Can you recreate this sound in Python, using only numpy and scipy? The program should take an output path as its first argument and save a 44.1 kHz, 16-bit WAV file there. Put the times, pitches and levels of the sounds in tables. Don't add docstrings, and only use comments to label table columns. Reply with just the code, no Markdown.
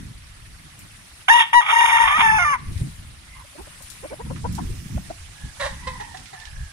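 import sys
import numpy as np
from scipy import signal
from scipy.fft import rfft, irfft, next_fast_len
from scipy.io import wavfile
from scipy.ndimage import uniform_filter1d

SR = 44100
rng = np.random.default_rng(int(sys.argv[2]) if len(sys.argv) > 2 else 0)


def unload_audio(sound):
    columns = np.transpose(np.atleast_2d(sound))
    steps = np.round(np.clip(columns, -1, 1) * 32767)
    wavfile.write(sys.argv[1], SR, steps.astype(np.int16))


def volts_from_db(level):
    exponent = np.asarray(level, float) / 20
    return 10 ** exponent


N = 296386

# frequency in Hz, left minus right in dB.
TURNED_LEAN = [(60, -5), (110, -0.5), (200, 10), (380, -5), (700, -0.5), (1290, -4.5), (2380, -7.5),
               (4400, -10), (8120, -2.5), (15000, 25)]


def evened(x):
    return x / np.sqrt(np.mean(x ** 2) + 1e-20)


def read(points, hz):
    f, value = np.transpose(points)
    return np.interp(np.log(hz + 1), np.log(f + 1), value)


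def play(rows):
    s, *columns = np.transpose(rows)
    t = np.arange(s[0], s[-1], 1 / SR)
    return t, [np.interp(t, np.maximum.accumulate(s), c) for c in columns]


def add(mix, s, sound):
    part = mix[..., round(s * SR):][..., :sound.shape[-1]]
    part += sound[..., :part.shape[-1]]


def colour(x, points):
    hz = abs(np.fft.fftfreq(2048, 1 / SR))
    log_gain = np.log(volts_from_db(np.maximum(read(points, hz), -90)))
    taps = np.fft.ifft(np.exp(log_gain - 1j * signal.hilbert(log_gain).imag)).real[:1024]
    y = signal.oaconvolve(x, taps)[:len(x)]
    return y / np.sqrt(abs(uniform_filter1d(y ** 2, size=900)) + 1e-12)


def drift(count, size):
    noise = rng.standard_normal(count)
    return evened(uniform_filter1d(uniform_filter1d(noise, size=size), size=size))


def ports(x, lean, lead):
    size = next_fast_len(len(x), True)
    hz = np.fft.rfftfreq(size, 1 / SR)
    half = volts_from_db(read(lean, hz) / 2) * np.exp(.5j * read(lead, hz))
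    return irfft(rfft(x, size) * np.array([half, 1 / half]), size)[:, :len(x)]


def hiss(size, db, same, patchy_db):
    frames, hz = 4 * N // size + 5, np.fft.rfftfreq(size, 1 / SR)[:, None]
    a, b, c, d, patches = rng.standard_normal((5, frames, len(hz))).transpose(0, 2, 1)
    patches = uniform_filter1d(uniform_filter1d(patches, size=9, axis=0), size=7, axis=1)
    patches = evened(patches)
    same = np.clip(same(hz), -1, 1)
    left, other = a + 1j * b, c + 1j * d
    z = np.array([left, same * left + np.sqrt(1 - same ** 2) * other])
    z = z * volts_from_db(db(hz) + patchy_db * patches)
    return evened(signal.istft(z, nperseg=size, noverlap=3 * size // 4)[1][:, :N])


def yard():
    # time in s, rustle level in dB.
    rustle_curve = [(0, -54), (.21, -57.5), (1.27, -53), (2.6, -57), (2.79, -49.5), (3.16, -57),
                    (3.93, -49), (4.18, -54), (4.54, -50), (5.47, -52.5), (5.64, -48), (5.78, -51),
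                    (6.49, -53.5), (6.72, -53)]
    # frequency in Hz, level in dB.
    hum_colour = [(150, -35.5), (250, -9), (335, -12.5), (373, -26), (473, -13.5), (1280, -8), (1570, -9),
                  (1770, -6), (6000, -14), (7800, -31), (13200, -120)]
    rustle_colour = [(2060, -49), (3500, -17), (3730, -13), (4250, -16), (4940, -1.5), (6140, 0),
                     (9820, 3.5), (10900, -8), (15600, -31.5)]
    # frequency in Hz, left minus right in dB.
    first_lean = [(60, 1), (110, -1), (200, -3), (380, 2.5), (700, 2), (1290, -5.5), (2380, -6.5),
                  (4400, -6.5), (8120, 11), (15000, 38.5)]
    swing_s = (4.34, 4.37)
    turned_db = 3.5
    t, (rustle_db,) = play(rustle_curve)
    frame_s = np.arange(4 * N // 512 + 5) * 128 / SR
    turned, out = np.interp(frame_s, swing_s, (0, 1)), np.zeros((2, N))
    hum_db = -51 + 0.39 * (rustle_db - rustle_db.mean())
    sides = np.array([.5, -.5])[:, None, None]

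    def lean(hz):
        return read(first_lean, hz) * (1 - turned) + read(TURNED_LEAN, hz) * turned

    for level_db, shape, db in ((hum_db, hum_colour, 0), (rustle_db, rustle_colour, turned_db)):
        bed = hiss(512, lambda hz: read(shape, hz) + sides * lean(hz) + db * turned,
                   lambda hz: np.exp(-hz / 200.0), patchy_db=2.0)
        add(out, 0, bed[:, :len(t)] * volts_from_db(level_db + 2.5))
    return out


def insects():
    # start in s, length in s, centre in Hz, level in dB.
    whirrs = [
        (4.5, 0.68, 13900, -59),
        (2.6, .45, 14000, -66),
    ]
    out = np.zeros((2, N))
    for s, length, hz, db in whirrs:
        noise = rng.standard_normal((2, round(length * SR)))
        band = signal.butter(2, [.91 * hz, 1.06 * hz], "bandpass", fs=SR)
        swell = signal.windows.tukey(noise.shape[1], .6)
        add(out, s, volts_from_db(db) * evened(signal.lfilter(*band, noise)) * swell)
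    return out


def wind():
    # time in s, breeze level in dB.
    breeze = [(0, -43.5), (1.22, -52), (1.4, -66.5), (2.12, -43.5), (3.02, -40), (3.48, -51.5), (3.93, -46),
              (4.1, -49), (4.4, -33.5), (4.92, -34), (5.15, -46), (5.4, -46.5), (6.12, -58), (6.4, -51.5),
              (6.72, -58)]
    # peak in s, thud in dB, buffet in dB, time in s to lose 20 dB.
    gusts = [(.05, -40.5, -40, 0.28), (.75, -54, -51, 1.5), (2.19, -39, -29.5, 0.01),
             (2.36, -36, -38.5, 0.46), (2.72, -28.5, -32.5, 0.2), (2.819, -24, -20, 0.0731),
             (4.34, -32, -32, 0.17), (4.52, -28, -26, .12), (4.64, -29, -28, .14), (4.71, -33, -29, .08),
             (4.871, -24, -26, 0), (4.963, -33, -30, 0.14), (5.451, -31, -37, 0.07),
             (5.69, -35.5, -41, 0.23), (5.89, -38.5, -41.5, 0.53), (6.2, -42.5, -47, 0.2),
             (6.6, -30.5, -56, 0.13)]
    # frequency in Hz, level in dB.
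    thud = [(8.8, -40), (15, -6), (64, 5), (130, -6), (170, -15), (290, -120)]
    buffet = [(41, -57), (70, -2), (150, 0), (318, -15), (445, -27.5), (636, -40.5), (700, -55), (910, -38),
              (1540, -120)]
    # frequency in Hz, left-right likeness from 0 to 1.
    likeness = [(40, 0.95), (130, 0.85), (300, 0.2)]
    buffet_under_db = -8.5
    t, out = np.arange(0, N, 64) / SR, np.zeros((2, N))
    breeze_db = np.interp(t, *np.transpose(breeze))
    s, *peaks, fade = np.transpose(gusts)[..., None]
    for db, under_db, shape in zip(peaks, (0, buffet_under_db), (thud, buffet)):
        gust_db = (db - 20 * abs(t - s) / fade).max(axis=0)
        level_db = np.maximum(breeze_db + under_db, gust_db)
        lumps = volts_from_db(level_db + 2.2 * drift(len(t), size=14))
        gust = hiss(2048, lambda hz: read(shape, hz), lambda hz: read(likeness, hz), patchy_db=3.0)
        out += gust * np.interp(np.arange(N) / SR, t, lumps)
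    return out


def knocks():
    # start in s, peak in dB, pitch in Hz.
    finger_knocks = [(0.031, -27.5, 104), (0.41, -36, 64.6), (1.696, -46, 67.3), (1.844, -50, 258.4),
                     (1.844, -42, 132), (1.955, -39, 96.9), (2.062, -36, 69.85), (2.17, -25.5, 99),
                     (2.307, -33, 91.4), (2.441, -25.5, 83.4), (2.757, -17.5, 90), (2.942, -29, 56.5),
                     (3.514, -51, 75.4), (4.294, -22, 152), (4.434, -19, 80), (4.783, -26, 72.7),
                     (4.857, -21.5, 167), (4.953, -16.5, 57.3), (5.443, -23.5, 121), (5.622, -35, 83.4),
                     (6.178, -39, 75.4), (6.463, -38, 53.8), (6.542, -27, 56.5)]
    out, t = np.zeros((2, N)), np.arange(3000) / SR
    for s, db, hz in finger_knocks:
        u = t * hz
        bump = np.sin(2 * np.pi * u) * u * np.exp(-u / 0.64)
        side_gain = volts_from_db(2.5 * rng.standard_normal((2, 1)))
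        add(out, s, volts_from_db(db - 5.0) * bump / abs(bump).max() * side_gain)
    return out


def snaps():
    # start in s, peak in dB, centre in Hz, left minus right in dB.
    leaf_snaps = [(0.791, -31, 9600, 7), (2.728, -33, 3210, -2), (2.777, -29, 3220, -3),
                  (3.6187, -41, 10100, 17), (3.823, -31, 9300, 14), (3.9005, -28, 5670, 17),
                  (4.0053, -39, 8390, 13), (4.3611, -26.5, 1270, -7), (4.5246, -28, 6660, 7),
                  (4.5505, -23.5, 5600, -8), (6.1718, -26.5, 3000, -3), (6.257, -28, 2750, -9.5),
                  (6.3996, -33.5, 2930, -21), (6.4532, -25, 2750, -8.5)]
    out, t = np.zeros((2, N)), np.arange(2000) / SR
    fade = 0.59 * np.exp(-t / 0.0033) + 0.46 * np.exp(-t / 0.034)
    for s, db, hz, pan_db in leaf_snaps:
        burst = rng.standard_normal((2, len(t))) * fade
        band = signal.butter(2, [0.66 * hz, min(1.92 * hz, 13000)], "bandpass", fs=SR)
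        burst = signal.lfilter(*band, burst)
        side_gain = volts_from_db(np.array([[.5], [-.5]]) * pan_db)
        add(out, s, volts_from_db(db - 4.0) * burst / abs(burst).max() * side_gain)
    return out


def far_crows():
    # start in s, length in s, second harmonic in Hz, its level in dB, fundamental in dB.
    answers = [(3.269, 0.14, 2075, -48, -71), (3.339, 0.097, 2120, -57, -44.5),
               (4.028, 0.13, 2300, -49, -61), (5.332, 0.22, 1693, -49.5, -57),
               (5.771, 0.29, 1982, -44, -43.5), (5.93, 0.256, 1876, -47, -46),
               (6.32, 0.2, 1770, -44.5, -52), (6.479, 0.26, 1690, -47, -61)]
    rise, fall = 0.0352, 0.069
    out = np.zeros((2, N))
    for s, length, hz, upper_db, lower_db in answers:
        u = np.linspace(-1, 1, round(length * SR))
        turns = np.cumsum(hz * (1 - np.where(u < 0, rise, fall) * u ** 2)) / SR
        swell = volts_from_db(-9 * u ** 2) * signal.windows.tukey(len(u), .2)
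        for side in out:
            blur = [drift(len(u), size=150) + .6 for _ in range(2)]
            upper = volts_from_db(upper_db) * blur[0] * np.sin(2 * np.pi * turns)
            lower = volts_from_db(lower_db) * blur[1] * np.sin(np.pi * turns)
            add(side, s, (upper + lower) * swell)
    return out * volts_from_db([[-2.5], [2.5]])


def voice(hz, rough, half, throat, rasp, jitter, skip=0):
    flicker_db = 3.5
    wobble = rough * (drift(len(hz), size=50) + drift(len(hz), size=400))
    turns = np.cumsum(hz * (1 + jitter * wobble)) / SR + skip
    keep = np.exp(-.75 * rough * hz / 1000)
    pulses = np.zeros(len(hz))
    for k in range(1, 20):
        flicker = np.minimum(6 * rough * (k * hz > 1600), 1) * drift(len(hz), size=350)
        strength = keep ** k * np.clip(15 - k * hz / 1000, 0, 1)
        pulses += np.cos(2 * np.pi * k * turns) * strength * volts_from_db(flicker_db * flicker)
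    pulses *= 1 + 2 * half * np.cos(np.pi * turns)
    puffs = (0.49 + np.exp(-(turns % 1) / 0.17)) * rng.standard_normal(len(hz))
    return np.sqrt(1 - rough ** 2) * colour(pulses, throat), rough * colour(puffs, rasp)


def cackle():
    # start in s, effort in dB, pitch in Hz, rasp share from 0 to 1, hold in s.
    syllables = [
        (5.592, -29, 575, .74, 0.076),
        (5.866, -29.5, 523.8, 0.47, 0.014),
        (5.996, -33, 425, 0.5, 0.017),
        (6.139, -36.5, 390, 0.56, 0.0096),
        (6.324, -42, 382.7, 0.57, 0.022),
    ]
    # frequency in Hz, level in dB.
    throat_colour = [(250, -36), (400, -14), (560, -8.5), (900, 12), (1150, -13.5), (1500, -34),
                     (2000, -13), (2500, -13), (4000, -13), (9000, -16)]
    rasp_colour = [(520, -60.5), (860, 1.5), (1200, -10.5), (1500, -7.5), (1900, 0), (2300, -18),
                   (3200, -19.5), (3800, -10), (4300, -18.5), (5000, -23), (9700, -23.5), (14000, -66)]
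    choke_db, choke_s = -14.5, 0.022
    trail_db_per_s, trail_s = -150, .075
    sag_per_s = .6
    out = np.zeros(N)
    for s, db, hz, rough, hold in syllables:
        t = np.arange(0, hold + choke_s + trail_s, 1 / SR)
        choke = choke_db * np.clip((t - hold) / choke_s, 0, 1)
        effort_db = db + choke + trail_db_per_s * np.maximum(t - hold - choke_s, 0)
        rough = np.clip(rough + 0 * t, 0, .95)
        tone, rasp = voice(hz * (1 - sag_per_s * t), rough, 0, throat_colour, rasp_colour, jitter=.045)
        add(out, s, (tone + rasp) * volts_from_db(effort_db) * signal.windows.tukey(len(t), .22))
    return out


def clucks():
    # time of the snap shut in s, peak in dB, pitch in Hz, gullet ring in dB, length in s.
    food_calls = [(3.459, -47, 590, -6, 0.023), (3.569, -39.5, 590, -6, 0.027),
                  (3.618, -35, 355, -6, 0.048), (3.685, -41, 590, -7, 0.02), (3.821, -41.5, 570, 4, 0.021),
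                  (4.066, -28, 540, -9, 0.043), (4.148, -27.5, 545, -12, 0.052),
                  (4.221, -28.5, 440, -3, 0.037), (4.28, -41, 480, -3, 0.028), (4.325, -27, 520, -2, 0.03),
                  (4.468, -21, 490, 2, 0.032), (4.606, -24, 335, 12, 0.033),
                  (4.986, -27.5, 650, -10, 0.018), (5.117, -25, 670, -6, 0.022)]
    gullet_hz, gullet_width_hz = 890, 245
    glide_per_s = 12.0
    out = np.zeros(N)
    for s, db, hz, ring_db, length in food_calls:
        u = np.linspace(0, 1, round(length * SR))
        pitch = hz * (1 + glide_per_s * length * (u - .6)) * (1 + 0.075 * drift(len(u), size=50))
        turns = np.cumsum(pitch) / SR
        ring = np.zeros(len(u))
        for k in range(2, 7):
            off_tune = 2 * (k * pitch - gullet_hz) / gullet_width_hz
            ring += np.sin(2 * np.pi * k * turns) / (1 + off_tune ** 2) ** 1.5
        stack = np.sin(2 * np.pi * turns) + volts_from_db(ring_db + 5.5) * ring
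        stack += 0.48 * u ** 2 * np.sin(np.pi * turns)
        stack += 0.19 * drift(len(u), size=12)
        stack *= np.sin(np.pi * u ** 1.7)
        add(out, s - length, volts_from_db(db) * stack / abs(stack).max())
    return out


def registers(t):
    # start in s, first pitch in Hz, last pitch in Hz.
    jumps = [(1.282, 689, 895), (1.302, 904, 940), (1.33, 944, 953), (1.388, 954.4, 917.3),
             (1.415, 899.7, 925.3), (1.529, 933.2, 921.5), (1.61, 622, 625.3), (1.716, 940, 930.7),
             (2.075, 597.5, 577.2), (2.135, 578, 655.4), (2.176, 932, 922), (2.225, 897, 865),
             (2.386, 713.4, 704.3), (2.446, 601.4, 568.5), (2.526, 557, 476.6)]
    hoarse = [(.2, .15), (.12, .14), (.17, .17), (.17, .25), (.45, .9), (.03, .03), (.75, .75), (.16, .3),
              (.9, .6), (.35, .18), (.88, .75), (.34, .14), (.3, .26), (.13, .16), (.18, .55)]
    opening, bowed = (0, 5), 5
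    onset_rasp, onset_s = .7, .022
    tired_s, tired_half = 2.21, .075
    (start, first_hz, last_hz), (first, last) = np.transpose(jumps), np.transpose(hoarse)
    k = np.clip(np.searchsorted(start, t, "right") - 1, 0, None)
    u = (t - start[k]) / np.diff(np.append(start, t[-1]))[k]
    hz = first_hz[k] + (last_hz - first_hz)[k] * u
    hz = hz * (1 + .045 * (k == bowed) * np.sin(np.pi * u))
    onset = np.isin(k, opening) * np.clip(1 - (t - start[k]) / onset_s, 0, 1)
    rough = first[k] + (last - first)[k] * u + onset_rasp * onset
    hz, rough = (uniform_filter1d(c, size=300) for c in (hz, rough))
    wander = 1 + .016 * rough * drift(len(t), size=800)
    return hz * wander, rough, tired_half * (t > tired_s)


def lifted(x, t, curve, band):
    part = signal.filtfilt(*signal.butter(2, band, "bandpass", fs=SR), x)
    return x + part * (volts_from_db(np.interp(t, *np.transpose(curve))) - 1)


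def crow():
    # time in s, level in dB.
    effort = [
        [(1.282, -12.5), (1.32, -11.5), (1.41, -13), (1.445, -30.5), (1.526, -53.5)],
        [(1.532, -13.5), (1.555, -11.5), (1.588, -11), (1.607, -18.5), (1.614, -22), (1.65, -32)],
        [(1.68, -22), (1.712, -16), (1.73, -13.5), (2.03, -13), (2.09, -17.5), (2.17, -18), (2.24, -16.5),
         (2.542, -18.5), (2.564, -29.5)],
    ]
    # time in s, dip in dB, width in ms.
    slips = [(1.293, 8, 4.4), (1.334, 3, 4), (1.374, 3, 4), (1.399, 8, 6), (1.425, 9, 4.0), (1.722, 18, 10),
             (1.751, 16, 10), (1.781, 6, 5), (1.811, 6, 5), (1.835, 8, 5), (1.866, 20, 10), (1.893, 9, 8),
             (1.895, 5, 40), (1.966, 3, 4), (2.058, 4, 12), (1.912, 14, 9), (1.98, 10, 12), (1.996, 9, 8),
             (2.03, 8, 7), (2.047, 4, 5), (2.072, 14, 12), (2.192, 9, 3.9), (2.215, 9, 3.9)]
    # frequency in Hz, level in dB.
    throat_colour = [(300, -34), (600, -23.5), (930, 5), (1250, 7), (1500, -8), (1850, 4), (2300, -4.5),
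                     (2800, -7.5), (3750, -12), (4300, -27), (5600, -20), (6500, -15), (7700, -57),
                     (9700, -18), (10600, -37), (14500, -68)]
    rasp_colour = [(450, -55), (800, -8), (1150, 0), (1520, -14), (1900, -5), (2250, 0), (2650, -12),
                   (3300, -6), (3800, -15), (4250, -60), (6000, -70)]
    jet_colour = [(4200, -51), (4700, -2), (6500, 2), (7150, -3.5), (7700, -14), (8300, -8.5), (10000, 1),
                  (11400, -8.5), (12500, -14.5), (13400, -27), (14200, -13), (15000, -45)]
    # time in s, lift in dB.
    beak = [(1.28, 3), (1.45, 13), (1.55, 0), (1.7, 2), (2.1, -1), (2.22, 0.5), (2.35, -6), (2.56, -9.5)]
    neck = [(1.32, 6), (1.34, -3), (1.395, -5.5), (1.415, 4.5), (1.53, 0.5), (2.2, 0.5), (2.3, 3.5),
            (2.345, -6), (2.39, 0)]
    # early centre in Hz, late centre in Hz, width in Hz.
    hollows = [
        (4300, 3940, 950),
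        (7650, 7300, 600),
    ]
    sink_s = (2.2, 2.34)
    t, (effort_db,) = play(np.vstack(effort))
    hz, rough, half = registers(t)
    dips = [np.exp(-(1500 * (t - at) / ms) ** 2) for at, db, ms in slips]
    dip_db = sum(db * dip for dip, (at, db, ms) in zip(dips, slips))
    skip = sum(np.cumsum(dip) / dip.sum() * rng.uniform(-.5, -.25) for dip in dips)
    tone, rasp = voice(hz, rough, half, throat_colour, rasp_colour, jitter=.022, skip=skip)
    shimmer_db = 1.8 * rough * drift(len(t), size=120)
    slip_rasp_db = 7 * np.minimum(dip_db / 6, 1) * (1 - rough)
    sound = tone * volts_from_db(shimmer_db - dip_db)
    sound = sound + rasp * volts_from_db(slip_rasp_db + 2.5 * drift(len(t), size=200))
    sound = lifted(sound, t, beak, (2680, 4000))
    sound = lifted(sound, t, neck, (1600, 1960))
    beak_db = np.interp(t, *np.transpose(beak))
    jet = colour(rng.standard_normal(len(t)), jet_colour) * np.minimum(1.6 * rough - .01, .22)
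    jet_db = -10.5 + .5 * np.minimum(beak_db, 0) + 1.75 * drift(len(t), size=400)
    sound = sound + volts_from_db(jet_db) * jet
    sound = signal.lfilter(*signal.butter(4, 480, "highpass", fs=SR), sound)
    sunk = np.interp(t, sink_s, (0, 1))
    for *places, width in hollows:
        early, late = (signal.filtfilt(*signal.iirnotch(f, f / width, fs=SR), sound) for f in places)
        sound = (1 - sunk) * early + sunk * late
    out = np.zeros(N)
    add(out, t[0], sound * volts_from_db(effort_db) * signal.windows.tukey(len(t), .004))
    return out


def echo(x):
    # frequency in Hz, time in s to fade by 60 dB.
    fade_times = [(400, 0.21), (1500, 0.48), (4000, 0.62), (12000, 0.031)]
    taps = np.zeros((2, SR // 2))
    at = np.arange(300, SR // 2 - 20, 20)
    at = at + rng.integers(0, 20, (2, len(at)))
    np.put_along_axis(taps, at, rng.choice([-1., 1.], at.shape), 1)
    hz, t, z = signal.stft(taps, SR, nperseg=256)
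    tail = signal.istft(z * volts_from_db(-60 * t / read(fade_times, hz)[:, None]), SR, nperseg=256)[1]
    return signal.fftconvolve(x[None], tail / np.linalg.norm(tail[0]), axes=1)[:, :N]


def bounce(x):
    taps = np.zeros((2, 900))
    taps[:, 0] = 1
    at = rng.integers(90, 900, (2, 6))
    np.put_along_axis(taps, at, volts_from_db(-21) * rng.choice([-1., 1.], (2, 6)), 1)
    return signal.oaconvolve(x, taps, axes=1)[:, :N]


def scene():
    # frequency in Hz, left minus right in dB.
    near_lean = [(300, -16.5), (800, 10.5), (1000, 10), (1250, -3), (1500, -17.5), (1900, 1.5), (2500, -5),
                 (3500, -5.5), (5000, -10), (6500, 5), (9000, 18.5), (14000, 4.5)]
    # frequency in Hz, phase lead in radians.
    near_lead = [(100, 5), (500, 1.12), (1300, 1.5), (1600, -2.5), (2400, -1.41), (2700, -4.5), (3700, -1),
                 (4300, -5), (5700, 2), (6500, 1), (10500, 4), (15000, 3)]
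    side_lead = [(300, 2), (600, -1.1), (1300, 8), (1800, -1.2), (4000, -1.5)]
    near, other = crow() + clucks(), cackle()
    birds = volts_from_db(1.0) * ports(near, near_lean, near_lead)
    birds = birds + volts_from_db(3.5) * ports(other, TURNED_LEAN, side_lead)
    loudness_db = 10 * np.log10(abs(uniform_filter1d(near ** 2, size=6000)) + 1e-9)
    duck = volts_from_db(-.4 * np.maximum(loudness_db + 22, 0))
    far_walls = echo(volts_from_db(-21) * near + volts_from_db(-9) * other)
    background = far_crows() + wind() + duck * yard() + snaps() + knocks() + insects()
    return bounce(birds) + far_walls + background


def roll_off(x):
    return signal.sosfilt(signal.butter(12, 15750, fs=SR, output="sos"), x)


def record(dry):
    z = signal.stft(1.2 * np.tanh(dry / 1.2), nperseg=1024)[2]
    power = uniform_filter1d(uniform_filter1d(abs(z) ** 2, size=7, axis=1), size=5, axis=2)
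    band_db = 10 * np.log10(abs(power) + 1e-16)
    depth_db = np.where(np.arange(513) > 310, 50, 46)[:, None]
    masked = band_db < band_db[:, 12:].max(axis=(0, 1)) - depth_db
    masked[:, :60], masked[:, 366:] = False, True
    kept = signal.istft(z * np.where(masked, .004, 1), nperseg=1024)[1][:, :N]
    return roll_off(kept)


dry = scene()
out = record(dry)
unload_audio(out)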